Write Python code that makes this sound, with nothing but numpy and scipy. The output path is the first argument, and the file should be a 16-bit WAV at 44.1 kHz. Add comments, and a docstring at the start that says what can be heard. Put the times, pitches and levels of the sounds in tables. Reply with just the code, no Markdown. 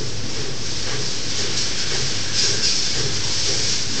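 """Milking a cow, up close

Air and milk hiss through the claw, the steel piece that joins the teat cups, in uneven
surges that set it and its milk tube ringing. The pulsator, an air valve, puffs about twice
a second and the hoses throb after it. Milk gurgles in the lines now and then, while the
vacuum pump drones over the steady rumble of the milking parlour."""
import sys
import numpy as np
from scipy import signal
from scipy.fft import irfft
from scipy.io import wavfile

SR = 44100
rng = np.random.default_rng(int(sys.argv[2]) if len(sys.argv) > 2 else 0)


def digitize_waveform(pressure):
    """Quantize a signal to 16-bit integers and store it at the path in sys.argv[1].

    Rows of a 2-D input are taken as channels; values are limited to [-1, 1].
    """
    field = np.atleast_2d(pressure).T
    bounded = np.clip(field, -1, 1)
    quanta = np.round(bounded * 32767).astype(np.int16)
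    wavfile.write(sys.argv[1], SR, quanta)


N = 176400  # 4 seconds

# Flow through the claw. Each row: time in seconds, relative level in dB.
CLAW_FLOW = [(0.0, -31), (0.23, -34.5), (0.39, -29.5), (0.53, -34), (0.69, -28.5), (0.98, -29),
             (1.11, -26.5), (1.25, -30), (1.32, -25.5), (1.35, -29), (1.39, -23), (1.46, -27.5),
             (1.56, -28), (1.58, -20.5), (1.67, -27.5), (1.76, -28), (1.8, -23), (1.85, -27.5), (1.97, -24),
             (2.32, -29), (2.39, -19.5), (2.62, -26.5), (2.65, -22.5), (2.92, -25.5), (2.97, -24),
             (3.1, -27.5), (3.16, -25.5), (3.23, -27), (3.24, -25), (3.45, -22.5), (3.46, -22),
             (3.63, -24.5), (3.7, -21), (3.88, -28.5), (4.0, -24)]
# Tone of its high hiss. Each row: frequency in Hz, relative level in dB.
HISS_TONE = [(1000, -44.5), (2500, -14), (3500, -9), (4400, -3.5), (5250, 0), (6100, -3.5), (7000, -10),
             (7700, -13.5), (8300, -23), (9000, -47.5)]
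# A lower rush under the hiss. Each row: time in seconds, relative level in dB.
RUSH_LEVELS = [(0.0, -36.5), (0.12, -38), (0.39, -32), (0.58, -36), (0.91, -30), (1.1, -34), (1.4, -29),
               (1.94, -28.5), (2.33, -29.5), (2.44, -28.5), (2.57, -30.5), (3.72, -29), (3.89, -32),
               (4.0, -33)]
# Tone of that rush. Each row: frequency in Hz, relative level in dB.
RUSH_TONE = [(300, -1.5), (700, -8), (1200, -6), (1600, 0.5), (1950, -1.5), (2250, 0), (2550, -2),
             (3200, 1.5), (4500, -4.5), (8000, -25)]
# Ringing notes of the claw and its milk tube. Each row: pitch in Hz, relative level in dB.
CLAW_NOTES = [(1572, -49), (2439, -44), (2498, -49), (2724, -46), (3031, -48), (3354, -46), (3537, -49),
              (3957, -42), (4323, -40), (4436, -42), (4527, -44), (4710, -42), (4791, -39), (4840, -37),
              (5044, -38), (5254, -34), (5292, -37), (5609, -37), (5696, -38), (6083, -43), (6573, -41),
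              (6745, -50)]
TUBE_NOTES = [(1630, -14), (2235, -11), (3550, -6), (4315, -3), (4436, -6), (4700, -6), (4835, -4),
              (5265, -4), (5610, 0), (6085, -4), (6573, -9), (7085, -9), (7600, -12), (7870, -16),
              (8130, -19), (8400, -23)]
# Surges of air. Each row: start and hold in seconds, claw and tube ringing levels in dB.
AIR_SURGES = [(1.538, 0.021, -32.5, -32.5), (2.355, 0.074, -26.5, -32), (2.619, 0.027, -21, -34),
              (2.794, 0.025, -41, -47.5), (3.43, 0.17, -42, -33.5)]
# Pulsator strokes. Each row: start in seconds, then puff, hose and throb levels in dB.
PULSATOR_STROKES = [(-.12, -45, -32.5, -35), (0.338, -42, -34.5, -35.5), (0.851, -33.5, -33.5, -33),
                    (1.365, -39, -34, -38.5), (1.884, -33, -35.5, -32.5), (2.42, -36.5, -34, -36),
                    (2.919, -36, -32, -33.5), (3.45, -38.5, -33, -36), (3.945, -34.5, -35, -44)]
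# Tones of a stroke's three parts. Each row: frequency in Hz, relative level in dB.
PUFF_TONE = [(300, -23), (600, -2), (900, -5), (1150, 1), (1350, -6.5), (1620, 0), (1950, 2.5), (2300, -10),
             (3200, -2.5), (8000, -24.5)]
HOSE_TONE = [(200, -25), (310, -12.5), (395, 2), (455, -1), (510, -8), (700, -27.5), (1500, -53)]
THROB_TONE = [(60, -37.5), (100, -6.5), (128, 9.5), (155, -2.5), (200, -35.5), (500, -50)]
# Notes of the pipe that takes the puff. Each row: pitch in Hz, relative level in dB.
PIPE_NOTES = [(813, -7), (1140, -7), (1560, -4), (1630, -1), (1850, -5), (2230, -4), (3110, -8)]
# The pump's drone. Each row: pitch as a multiple of the shaft speed, level in dB.
PUMP_NOTES = [(2, -55.5), (4, -54), (6, -53), (8, -41), (15, -49.5), (18, -49), (21, -54.5), (22, -55),
              (24, -54.5), (25, -52), (26, -52), (28, -55), (31, -58), (32, -55), (36, -52), (38, -53.5),
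              (40, -54.5), (42, -54.5)]
# The motor's hum. Each row: time in seconds, level in dB.
MOTOR_LEVELS = [(0, -42), (.7, -43), (.85, -45), (1.15, -51), (1.65, -43.5), (2.05, -42), (2.45, -48),
                (2.9, -43), (3.3, -41), (3.75, -50), (4, -48)]
# The parlour's rumble. Each row: frequency in Hz, relative level in dB.
RUMBLE_TONE = [(15, -15), (35, -18.5), (48, -11), (68, -14), (85, -10.5), (98, 0.5), (130, 3.5), (178, -6),
               (260, -6.5), (350, -5.5), (480, -12.5), (620, -14.5), (1000, -16), (2500, -21),
               (8000, -47.5)]
# Gurgles in the lines. Each row: start and hold in seconds, pitch and spread in Hz, level in dB.
MILK_GURGLES = [(0.224, .03, 237, 35, -36), (1.773, 0.088, 1530, 110, -40), (2.245, 0.39, 1613, 111, -39.5),
                (3.205, 0.089, 953, 79, -42), (3.885, .06, 245, 34.5, -37)]

HISS_GAIN_DB, RUSH_GAIN_DB = -0.58, -3.3
CLAW_RING_DB, TUBE_RING_DB = -14.5, -11  # relative to the flow
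SHAFT_HZ, MOTOR_HZ = 12.82, 57.7
RUMBLE_DB = -35.5
TREBLE_LIMIT_HZ, OFFSET = 8900, -.0879


def amp(db):
    """Turns decibels into a number to multiply by."""
    return 10 ** (np.asarray(db) / 20)


def unit(x):
    """Scales a signal to an average strength (rms) of 1."""
    return x / np.sqrt(np.mean(x ** 2) + 1e-20)


def curve(rows):
    """Joins (seconds, value) rows with straight lines."""
    return np.interp(np.arange(N) / SR, *np.transpose(rows))


def shaped_noise(gain):
    """Noise of strength 1, with each frequency weighted by gain(Hz)."""
    hz = np.fft.rfftfreq(N, 1 / SR)
    real, imag = rng.standard_normal((2, len(hz)))
    return unit(irfft((real + 1j * imag) * gain(hz), N))


def noise(tone):
    """Noise that follows a tone table."""
    hz, db = np.transpose(tone)
    return shaped_noise(lambda f: amp(np.interp(np.log(f + 1), np.log(hz), db)))


def noisy_note(hz, spread_hz):
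    """Noise around one pitch, half as strong spread_hz to either side."""
    return shaped_noise(lambda f: 1 / (1 + ((f - hz) / spread_hz) ** 2))


def wander(lo_hz, hi_hz):
    """A random wobble, mostly between two rates."""
    return shaped_noise(lambda f: (f / lo_hz) ** 2 / (1 + (f / lo_hz) ** 2) / (1 + (f / hi_hz) ** 4))


def swell(start, rise_s, hold_s, fade_db_per_s):
    """A level that rises, holds and dies away."""
    t = np.arange(N) / SR - start
    return np.clip(t / rise_s, 0, 1) * amp(-fade_db_per_s * np.maximum(t - rise_s - hold_s, 0))


def ringing(notes, spread_hz, waver_db=2):
    """Narrow, noisy notes, each growing and fading on its own."""
    return unit(sum(amp(db + waver_db * wander(1.0, 6.5)) * noisy_note(hz, spread_hz)
                    for hz, db in notes))


def claw():
    """Air and milk hiss through the claw; the flow and its surges ring the steel and the tube."""
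    flow = amp(curve(CLAW_FLOW))
    flicker_db = 0.4 * wander(8.6, 32) + 0.1 * wander(40, 260)
    hiss = flow * amp(HISS_GAIN_DB) * noise(HISS_TONE)
    rush = amp(curve(RUSH_LEVELS) + RUSH_GAIN_DB) * noise(RUSH_TONE)
    steel_level, tube_level = flow * amp(CLAW_RING_DB), flow * amp(TUBE_RING_DB)
    for start, hold, claw_db, tube_db in AIR_SURGES:
        surge = swell(start, rise_s=0.033, hold_s=hold, fade_db_per_s=94)
        steel_level += amp(claw_db) * surge
        tube_level += amp(tube_db) * surge
    steel = steel_level * ringing(CLAW_NOTES, spread_hz=13)
    tube = tube_level * ringing(TUBE_NOTES, spread_hz=8.4)
    return (hiss + rush) * amp(flicker_db) + steel + tube


def pulsator():
    """Each stroke lets a puff of air into a pipe; the hoses sound hollow and then throb."""
    puff, hose, throb = np.zeros((3, N))
    for start, puff_db, hose_db, throb_db in PULSATOR_STROKES:
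        puff += amp(puff_db) * swell(start + .002, rise_s=.03, hold_s=.04, fade_db_per_s=110)
        hose += amp(hose_db) * swell(start + .004, rise_s=.028, hold_s=.085, fade_db_per_s=75)
        throb += amp(throb_db) * swell(start + .03, rise_s=.045, hold_s=.08, fade_db_per_s=80)
    air = noise(PUFF_TONE) + amp(-3) * ringing(PIPE_NOTES, spread_hz=30)
    return puff * air + hose * noise(HOSE_TONE) + throb * noise(THROB_TONE)


def hum(hz, db, waver_db, drift_radians):
    """One pure note that wavers in level and drifts slightly in pitch."""
    phase = 2 * np.pi * (hz * np.arange(N) / SR + rng.random())
    phase += drift_radians * wander(0.27, 5.0)
    return np.sqrt(2) * amp(db + waver_db * wander(0.46, 2.2)) * np.sin(phase)


def vacuum_pump():
    """The pump drones at multiples of its shaft speed while its motor hums."""
    drone = sum(hum(SHAFT_HZ * multiple, db, waver_db=3.0, drift_radians=0.4)
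                for multiple, db in PUMP_NOTES)
    return drone + hum(MOTOR_HZ, curve(MOTOR_LEVELS), waver_db=-1.0, drift_radians=0.35)


def parlour_rumble():
    """The low, steady noise of the room."""
    return amp(RUMBLE_DB) * noise(RUMBLE_TONE)


def gurgles():
    """Each slug of milk stirs one hollow note in the lines."""
    sound = np.zeros(N)
    for start, hold, hz, spread_hz, db in MILK_GURGLES:
        level = amp(db) * swell(start, rise_s=0.015, hold_s=hold, fade_db_per_s=161)
        sound += level * noisy_note(hz, spread_hz)
    return sound


def scene():
    """Adds all the sounds into one channel."""
    return (claw() + pulsator() + vacuum_pump() + parlour_rumble() + gurgles())[None]


def record(dry):
    """Cuts the highest treble and shifts the whole wave by a constant, silent offset."""
    low_pass = signal.firwin(401, TREBLE_LIMIT_HZ, window=("kaiser", 9), fs=SR)
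    return signal.oaconvolve(dry, low_pass[None], "same", axes=1) + OFFSET


dry = scene()
out = record(dry)
digitize_waveform(out)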